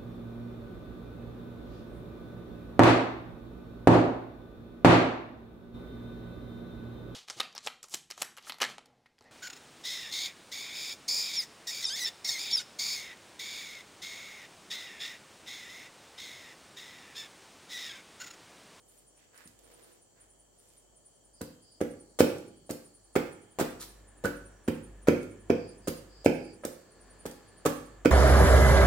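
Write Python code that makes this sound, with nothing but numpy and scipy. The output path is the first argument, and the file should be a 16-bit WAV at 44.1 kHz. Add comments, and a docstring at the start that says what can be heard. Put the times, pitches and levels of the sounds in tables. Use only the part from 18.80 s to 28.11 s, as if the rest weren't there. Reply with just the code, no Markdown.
"""Knife work on raw chicken in a hard-walled kitchen, dry sounds plus worktop modes and noise-built reverberation.
From the start: soft swells of hiss and wet pops, skin ticks, a soft flop; faint insects, a distant motor's rush.
From 2.6 s: about 2.3 blows a second, each a flesh slap, crunching grains and a board thud with a blade clack.
Some blows add bone cracks or ringing bone. A low hum picks up about halfway, with an uneven level, and the
blade rasps free. Insects are falling whistles and bands of noise."""
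import sys
import numpy as np
from scipy import signal
from scipy.fft import rfft, irfft, next_fast_len
from scipy.io import wavfile

SR = 44100
rng = np.random.default_rng(int(sys.argv[2]) if len(sys.argv) > 2 else 0)


def unload_wav(signal):
    """Save mono or channel-first audio to the path in sys.argv[1] as 16-bit WAV at rate SR, clipped to [-1, 1]."""
    wavfile.write(
        sys.argv[1],
        SR,
        np.round(np.clip(np.atleast_2d(signal).T, -1, 1) * 32767).astype(np.int16),
    )


N = 410571
TIME_S = np.arange(N) / SR


def undb(db):
    """Decibels to amplitude gain."""
    return 10 ** (np.asarray(db) / 20)


def unit(x):
    """Scale to rms 1."""
    return x / np.sqrt(np.mean(x ** 2) + 1e-20)


def add(track, s, sound):
    """Mix a sound into a track from time s on."""
    i = max(int(s * SR), 0)
    part = track[..., i:i + sound.shape[-1]]
    part += sound[..., :part.shape[-1]]


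def colour(x, points):
    """Filter by a spectrum of (Hz, dB) points, interpolated over log frequency."""
    hz, db = np.transpose(points)
    n = next_fast_len(x.shape[-1] + SR // 20)
    f = np.maximum(np.fft.rfftfreq(n, 1 / SR), 1)
    gain = undb(np.interp(np.log(f), np.log(hz), db))
    return irfft(rfft(x, n) * gain, n)[..., :x.shape[-1]]


def resonate(x, hz, width_hz):
    """One resonance, gain 1 at its centre."""
    b, a = signal.iirpeak(min(hz, SR / 2 - 1), hz / min(width_hz, SR / 3), fs=SR)
    return signal.lfilter(b, a, x)


def resonate_twice(x, hz, width_hz):
    """Two equal resonances in series: steeper skirts."""
    return resonate(resonate(x, hz, width_hz), hz, width_hz)


def ring(x, response):
    """Convolve with one impulse response per channel."""
    return signal.fftconvolve(np.atleast_2d(x), response, axes=1)[:, :N]


def spread(pair, likeness):
    """Mix two unrelated signals into left and right with the given correlation."""
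    c = np.clip(likeness, -1, 1)
    side = pair[1] * np.array([[1], [-1]])
    return np.sqrt((1 + c) / 2) * pair[0] + np.sqrt((1 - c) / 2) * side


def noise(n, likeness):
    """Stereo white noise with the given correlation."""
    return spread(rng.standard_normal((2, n)), likeness)


def grains(length_s, rate_hz, scatter_db):
    """Tiny ruptures of very unequal size, at the same instants in both channels."""
    n = int(length_s * SR)
    size = undb(scatter_db * np.minimum(rng.exponential(size=n), 4))
    happens = rng.random(n) < rate_hz / SR
    return unit(size * happens * rng.standard_normal((2, n)))


def buzz(n, hz, width_hz):
    """A steep band of noise, rms 1: many wing strokes blurred by distance."""
    return unit(resonate_twice(rng.standard_normal((2, n)), hz, width_hz))


def swelling(hz):
    """Slow random level curve around the given rate, rms 1."""
    return unit(resonate_twice(rng.standard_normal(N), hz, hz))


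def thud(hz):
    """Pressure from a short push on the board: dip, crest, dip; centred in 20 ms."""
    a = (np.pi * hz * (np.arange(SR // 50) / SR - 1 / 100)) ** 2
    return (1 - 2 * a) * np.exp(-a)


# blows: (board contact t/s, time in meat/s, thud peak level/dB, thud f/Hz,
#         gristle crunch level/dB, wet crackle level/dB)
BLOWS = [(2.6177, .008, -27.5, 222, -43, -49), (3.0147, .009, -13.5, 354, -38.5, -49.5),
         (3.4068, .018, -1, 374, -31.5, -28), (3.9064, .013, -22, 314, -42.5, -45),
         (4.3633, .009, -8, 355, -26.5, -34.5), (4.8138, .027, -13.5, 333, -30.5, -35.5),
         (5.459, .02, -20, 337, -34.5, -41), (5.885, .007, -13.5, 279, -33.5, -41.5),
         (6.286, .014, -2, 354, -28, -40), (6.7036, .006, -5.5, 352, -28.5, -58),
         (7.0819, .009, -18, 302, -36, -37), (7.4624, .017, -2, 372, -51.5, -39),
         (7.8529, .017, -20.5, 386, -39.5, -65), (8.4603, .006, -27, 284, -39.5, -42.5),
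         (8.8655, .014, -13.5, 294, -30, -34), (9.259, .01, -3, 340, -26.5, -39.5)]
# thick bones checking the blade: (t/s, knock peak level/dB, knock f/Hz, ring level/dB, ring f/Hz)
THICK_BONES = [(4.798, -15.5, 460, -32.5, 714), (5.4482, -18, 272, -33.5, 1496),
               (8.8585, -13, 444, -34.5, 1220)]
# blade resonances, damped by meat: (f/Hz, width/Hz, level/dB)
BLADE_MODES = [(733, 410, 5), (1457, 715, 2.5), (2220, 660, 3), (3000, 600, -5.5), (4500, 4300, -12)]
# clack level under a full-scale thud; clack dB per thud dB (above 1: hard blows are brighter)
CLACK_DB, CLACK_GROWTH = -21, 1.61


def knocks(clack_s=0.0011, lead_s=.0015):
    """Board or bone stops the edge: a thud pulse, and contact noise rings the blade, more so when hard."""
    out, t = np.zeros((2, N)), np.arange(SR // 25) / SR
    stops = [(s, db, hz) for s, _, db, hz, _, _ in BLOWS] + [bone[:3] for bone in THICK_BONES]
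    for s, db, hz in stops:
        add(out, s - 1 / 100, undb(db) * thud(hz))
        contact = noise(len(t), 0.27) * np.exp(-t / clack_s)
        clack = sum(undb(g) * resonate_twice(contact, f, w) for f, w, g in BLADE_MODES)
        clack = clack / clack[:, :SR // 200].std()  # rms 1 over first 5 ms
        add(out, s - lead_s, clack * undb(CLACK_DB + CLACK_GROWTH * db))
    return out


# gristle tearing spectrum: (f/Hz, level/dB per Hz)
CRUNCH_SPECTRUM = [(200, -2.5), (600, 8), (1000, 1.5), (1400, 3.5), (2500, -8), (4000, -20), (8000, -26.5)]
# wet tearing spectrum: (f/Hz, level/dB per Hz)
CRACKLE_SPECTRUM = [(1500, -9), (3500, -2), (5500, -4.5), (7800, 2), (10000, -5), (15500, -5.5)]
SLAP_DB, SLAP_GROWTH = -7, 0.55  # slap at 0 dB mean tearing; slap dB per tearing dB


def cuts(slap_hz=540, slap_t60_s=0.031, build_db=5, release_s=0.0069):
    """The edge slaps flesh, louder where tough, then tears fibres harder and harder until it stops."""
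    out, t = np.zeros((2, N)), np.arange(SR // 10) / SR
    for lands_s, length_s, _, _, gristle_db, wet_db in BLOWS:
        s = lands_s - length_s
        slap_db = SLAP_DB + SLAP_GROWTH * (gristle_db + wet_db) / 2
        hz = slap_hz * (1 + .06 * rng.standard_normal())
        slap = np.sqrt(2) * np.sin(2 * np.pi * hz * t) * undb(-60 * t / slap_t60_s)
        add(out, s, -slap * (1 - np.exp(-t / 0.00055)) * undb(slap_db))
        build = undb(build_db * (np.minimum(t / length_s, 1) - 1))
        force = build * np.exp(-np.maximum(t - length_s, 0) / release_s)
        for spectrum, db in (CRUNCH_SPECTRUM, gristle_db), (CRACKLE_SPECTRUM, wet_db):
            tearing = unit(colour(spread(grains(1 / 10, 9000, 3.1), 0.38), spectrum))
            add(out, s, tearing * force * undb(db))
    return out


# bone splinters: (t/s, level/dB)
BONE_SNAPS = [(2.6147, -38), (3.013, -40.5), (3.401, -33), (3.9091, -33.5), (4.8, -33), (5.4565, -34.5),
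              (7.083, -32), (7.851, -31.5), (8.463, -40), (8.861, -26.5)]
# wet skin coming unstuck: (t/s, level/dB)
SKIN_TICKS = [(.577, -50.5), (.675, -49), (.79, -55.5), (3.583, -49), (6.43, -50.5), (8.512, -46.5)]
SNAP_HZ, TICK_HZ = 8300, 8100


def snaps(decay_s=0.0027, relative_width=0.57):
    """Bone gives way, or wet skin lets go: a decaying noise burst in a broad high resonance."""
    out, t = np.zeros((2, N)), np.arange(SR // 100) / SR
    for events, hz in (BONE_SNAPS, SNAP_HZ), (SKIN_TICKS, TICK_HZ):
        for s, db in events:
            burst = noise(len(t), 0.33) * np.exp(-t / decay_s)
            crack = resonate(burst, hz, relative_width * hz)
            crack = crack / crack[:, :SR // 400].std()  # rms 1 over first 2.5 ms
            add(out, s, crack * undb(db))
    return out


def scrape(length_s, hz, width_hz, rate_hz=2200, scatter_db=4, taper=.5):
    """Stick and slip in one resonance, swelling and fading."""
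    slips = resonate_twice(spread(grains(2 * length_s, rate_hz, scatter_db), 0.84), hz, width_hz)
    slips = slips[:, -int(length_s * SR):]  # drop filter onset
    return unit(slips) * signal.windows.tukey(slips.shape[1], min(taper, 1))


# rasp of the blade pulled from bone: (f/Hz, width/Hz, level/dB)
RASP_BANDS = [(1300, 1100, -56.5), (3770, 1200, -57), (8500, 10000, -45)]
PULL_S, PULL_LENGTH_S = 4.992, 0.062
BONE_DECAY_S, BONE_WIDTH_HZ, BONE_GRIT_DB = .018, 300, 0


def grinding(rate_hz=3000, scatter_db=2):
    """Steel grinds into thick bones, which ring as tone plus grit; it rasps once when pulled free."""
    out, t = np.zeros((2, N)), np.arange(SR // 10) / SR
    for s, _, _, db, hz in THICK_BONES:
        grit = resonate_twice(spread(grains(1 / 5, rate_hz, scatter_db), 0.65), hz, BONE_WIDTH_HZ)
        grit = unit(grit[:, -len(t):])  # drop filter onset
        bone = np.sin(2 * np.pi * hz * t) + undb(BONE_GRIT_DB) * grit
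        envelope = (1 - np.exp(-t / 0.00082)) * np.exp(-t / BONE_DECAY_S)
        add(out, s, bone * envelope * undb(db))
    for hz, width_hz, db in RASP_BANDS:
        add(out, PULL_S, scrape(PULL_LENGTH_S, hz, width_hz) * undb(db))
    return out


# soft swells of hiss and wet pops: (t/s, length/s, level/dB, centre f/Hz)
SOFT_SWELLS = [(0, 0.27, -68.5, 10900), (.34, .15, -69, 2530), (0.491, .21, -61, 1620),
               (.72, .52, -61.5, 380), (1.342, .13, -68.5, 1590), (1.678, .42, -70, 8750)]
# pop spectrum: (f/Hz, level/dB per Hz)
SQUELCH_SPECTRUM = [(60, -17), (150, -6), (450, 1.5), (1700, -3.5), (4000, -7), (15000, -10)]
FLOP_S, FLOP_DB, FLOP_HZ = .66, -47, 202


def swells_and_flop(rate_hz=2400, scatter_db=4.0, squish_db=9, relative_width=.6):
    """Dense tiny pops in one resonance make soft swells of hiss and wet pops; the meat flops once, softly."""
    out = np.zeros((2, N))
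    for s, length_s, db, hz in SOFT_SWELLS:
        pops = colour(grains(length_s, rate_hz, scatter_db), SQUELCH_SPECTRUM)
        pops = pops + undb(squish_db) * resonate(pops, hz, relative_width * hz)
        add(out, s, unit(pops) * signal.windows.tukey(pops.shape[1], .8) * undb(db))
    add(out, FLOP_S - 1 / 100, undb(FLOP_DB) * thud(FLOP_HZ))
    return out


# modes of board, worktop and room bass: (f/Hz, relative level/dB, t60/s)
WORKTOP_MODES = [(63, -6.5, .6), (81.7, -9, 0.84), (101.8, -3.5, 0.93), (160.9, 2.5, 0.4),
                 (203, -3.5, 0.36), (233.7, 3.5, 0.34), (253.3, -2.5, 0.47), (294, 2.5, 0.4),
                 (324, -12, 0.84), (355, -1.5, 0.44), (425, 15, 0.039), (429, -11.5, 0.11),
                 (471, -2.5, 0.17), (484, 0.5, 0.44), (520.5, 0.5, 0.43), (556, -4, 0.52),
                 (685, -3.5, 0.52), (773, -5, 0.37), (821, -2.5, 0.75)]


def worktop(x, ring_db=-58, place_db=3, rise_s=0.0019, side_db=-9):
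    """Modes ring on; each blow's new spot reweights them, the higher ones more unlike at each side."""
    t, out = np.arange(SR) / SR, np.zeros((2, N))
    hz, db, t60_s = np.transpose(WORKTOP_MODES)[:, :, None]
    decay = undb(ring_db + db - 60 * t / t60_s) * (1 - np.exp(-t / rise_s))
    modes = decay * np.exp(2j * np.pi * hz * t)
    count = len(modes)
    starts = [0] + [int(blow[0] * SR) - SR // 20 for blow in BLOWS] + [N]
    for a, b in zip(starts, starts[1:]):
        weights = undb(place_db * rng.uniform(-1, 1, count)) * np.exp(2j * np.pi * rng.random(count))
        side_phase = np.exp(2j * np.pi * rng.random(count))
        side = undb(side_db) * np.minimum(hz.T / 300, 1) ** 2 * side_phase
        stereo_weights = weights * (1 + side * np.array([[1], [-1]]))
        response = (stereo_weights @ modes).imag
        add(out, a / SR, signal.fftconvolve(x[:, a:b], response, axes=1))
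    return out


# reverberation bands: (centre f/Hz, relative level/dB, t60/s)
KITCHEN_BANDS = [(60, 6.5, 0.4), (142, -8.5, 0.95), (296, -9, 0.78), (604, -3, 0.5), (1180, 0, 0.53),
                 (2314, 2.5, 0.52), (4280, 2.5, 0.5), (7900, -5.5, 0.53), (13760, 1, 0.39)]


def kitchen(x, wet_db=-2, alike_hz=520, build_s=0.0023, early=0.75, early_s=0.0075):
    """Strong early reflections off worktop and tiles, then a diffuse tail; only bass is alike at both sides."""
    t, response = np.arange(SR) / SR, 0
    centres_hz = np.array(KITCHEN_BANDS)[:, 0]
    edges_hz = [30, *np.sqrt(centres_hz[1:] * centres_hz[:-1]), SR / 2 - 1]
    for (hz, db, t60_s), low, high in zip(KITCHEN_BANDS, edges_hz, edges_hz[1:]):
        fade = undb(-60 * t / t60_s) * (1 - np.exp(-t / build_s)) * (1 + early * np.exp(-t / early_s))
        tail = noise(SR, 1 / (1 + (hz / alike_hz) ** 2)) * fade
        band = signal.sosfilt(signal.butter(3, [low, high], "band", fs=SR, output="sos"), tail)
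        response = response + unit(band) * undb(db) * np.sqrt(2 * (high - low)) / SR
    return undb(wet_db) * ring(x, response)


# microphone colour: (f/Hz, left minus right level/dB)
BALANCE = [(100, -.6), (380, -1.8), (700, -3), (1300, -3.3), (4400, -4.5), (8000, -.2), (14000, 2)]


def microphones(x, delay_samples=2):
    """Each microphone has its own colour; the right one hears the board slightly later."""
    left = colour(x[0], [(hz, db / 2) for hz, db in BALANCE])
    right = colour(x[1], [(hz, -db / 2) for hz, db in BALANCE])
    return np.array([left, np.pad(right, (delay_samples, 0))[:N]])


# one wing stroke: (t/s, f/Hz, level/dB)
CHIRP = [(0, 9760, -98), (.012, 9580, -72), (.024, 9350, -61), (.033, 9220, -66), (.037, 9080, -75),
         (.043, 8940, -66), (.052, 8880, -96)]
# strokes heard per phrase: (count); 0 adds a silent gap
PHRASE_STROKES = [5, 2, 5, 3, 3, 6, 8, 3, 4, 3, 3, 2, 2, 3, 6, 4, 0, 0, 5, 5, 5]
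CRICKET_START_S, STROKE_S, GAP_S = -.008, .09435, .09485


def cricket(peak_s=0.02):
    """Each wing stroke is a short falling whistle with a noisy band; the strokes keep a steady beat."""
    out, t = np.zeros((2, N + SR)), np.arange(int(CHIRP[-1][0] * SR)) / SR  # 1 s lead-in, cut below
    times_s, pitch_hz, level_db = np.transpose(CHIRP)
    s = CRICKET_START_S
    for count in PHRASE_STROKES:
        for _ in range(count):
            hz = np.interp(t, times_s, pitch_hz) + 25 * rng.standard_normal()
            whistle = np.sqrt(2) * np.sin(2 * np.pi * np.cumsum(hz) / SR)
            stroke = whistle + .4 * buzz(len(t), hz.mean(), 600)
            db = np.interp(t, times_s, level_db) + 2.3 * rng.standard_normal()
            add(out, 1 + s - peak_s, stroke * undb(db))
            s += STROKE_S
        s += GAP_S
    return out[:, SR:]


# another insect's bouts: (t/s, buzz count, level/dB)
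BOUTS = [(2.499, 2, -65.5), (6.71, 4, -62)]
BUZZ_EVERY_S, BUZZ_S, BUZZ_HZ = 0.27, 0.29, 4770
TRAIL_S, TRAIL_HZ, TRAIL_DB = 1.45, 4496, -10.5  # TRAIL_DB relative to the buzzes


def insects(buzz_width_hz=520, trail_width_hz=620):
    """Bouts of even narrow-band buzzes, each bout trailing off lower and softer."""
    out = np.zeros((2, N))
    for s, count, db in BOUTS:
        notes = [(BUZZ_EVERY_S * k, BUZZ_S, BUZZ_HZ, buzz_width_hz, db) for k in range(round(count))]
        notes.append((BUZZ_EVERY_S * round(count), TRAIL_S, TRAIL_HZ, trail_width_hz, db + TRAIL_DB))
        for delay_s, length_s, hz, width_hz, note_db in notes:
            n = int(length_s * SR)
            envelope = signal.windows.tukey(n, min(.8 * BUZZ_S / length_s, 1))
            add(out, s + delay_s, buzz(n, hz, width_hz) * envelope * undb(note_db))
    return out


# far insect bands: (f/Hz, width/Hz, level/dB)
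CHORUS_BANDS = [(3122, 340, -80), (4500, 880, -81), (5790, 210, -81.5), (7350, 1480, -70.5)]


def chorus(swell_db=3.0, swell_hz=1.2, few_width_hz=230):
    """Far insects drone in bands; narrow bands, with few singers, swell and sink more."""
    out = 0
    for hz, width_hz, db in CHORUS_BANDS:
        depth_db = swell_db * min(few_width_hz / width_hz, 1)
        level_db = db + depth_db * swelling(swell_hz)
        out = out + buzz(N, hz, width_hz) * undb(level_db)
    return out


# uneven levels heard of low hum and rushing: (t/s, hum level/dB, rushing level/dB)
HUM_RUSH_LEVELS = [(0, -78, -77.5), (3.8, -73, -81), (4.65, -74.5, -68.5), (5.05, -58.5, -63),
                   (7.4, -58, -62), (7.9, -70, -66), (8.3, -67.5, -59), (9.3, -57, -59.5)]
# rushing spectrum: (f/Hz, level/dB per Hz)
RUSH_SPECTRUM = [(25, -20.5), (50, -14), (90, 4), (130, 0), (200, 0.5), (260, -0.5), (430, 1), (900, -7),
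                 (1170, -6.5), (1600, -10), (1740, -0.5), (1880, -12), (3500, -19.5), (8000, -45.5)]
# still air spectrum: (f/Hz, level/dB per Hz)
AIR_SPECTRUM = [(20, -30), (50, -10.5), (110, 2.5), (180, -2.5), (330, 0.5), (600, 0), (1000, -10),
                (1500, -16.5), (2500, -22.5), (4000, -35), (8000, -12.5), (12000, -28.5), (15500, -21)]


def background(air_db=-67, hum_hz=49.5, octave_db=-12, swell_db=3.5, swell_hz=1.4):
    """Still air as coloured noise; a distant motor as rushing noise and a two-partial hum that wavers."""
    air = unit(colour(noise(N, 0.18), AIR_SPECTRUM)) * undb(air_db)
    s, hum_db, rush_db = np.transpose(HUM_RUSH_LEVELS)
    waver = unit(resonate(rng.standard_normal(N), 0.93, 4.7))
    phase = 2 * np.pi * np.cumsum(hum_hz * (1 + .02 * waver)) / SR
    partials = np.sqrt(2) * (np.sin(phase) + undb(octave_db) * np.sin(2 * phase))
    hum = partials * undb(np.interp(TIME_S, s, hum_db) + swell_db * swelling(swell_hz))
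    rushing = unit(colour(noise(N, 0.68), RUSH_SPECTRUM)) * undb(np.interp(TIME_S, s, rush_db))
    return air + hum + rushing


def scene():
    """Knife work with its ringing worktop and room, over insects, air and motor."""
    knife = knocks() + cuts() + snaps() + grinding() + swells_and_flop()
    chirps = cricket()
    indoors = microphones(knife + worktop(knife) + kitchen(knife))
    outdoors = chirps + kitchen(chirps, wet_db=-0.5) + insects() + chorus()
    return indoors + outdoors + background()


TOP_HZ = 15900


def record(dry):
    """The recorder clips at full scale, then low-passes steeply."""
    lowpass = signal.ellip(8, .2, 70, TOP_HZ, fs=SR, output="sos")
    return signal.sosfilt(lowpass, np.clip(dry, -1, 1))


dry = scene()
out = record(dry)
unload_wav(out)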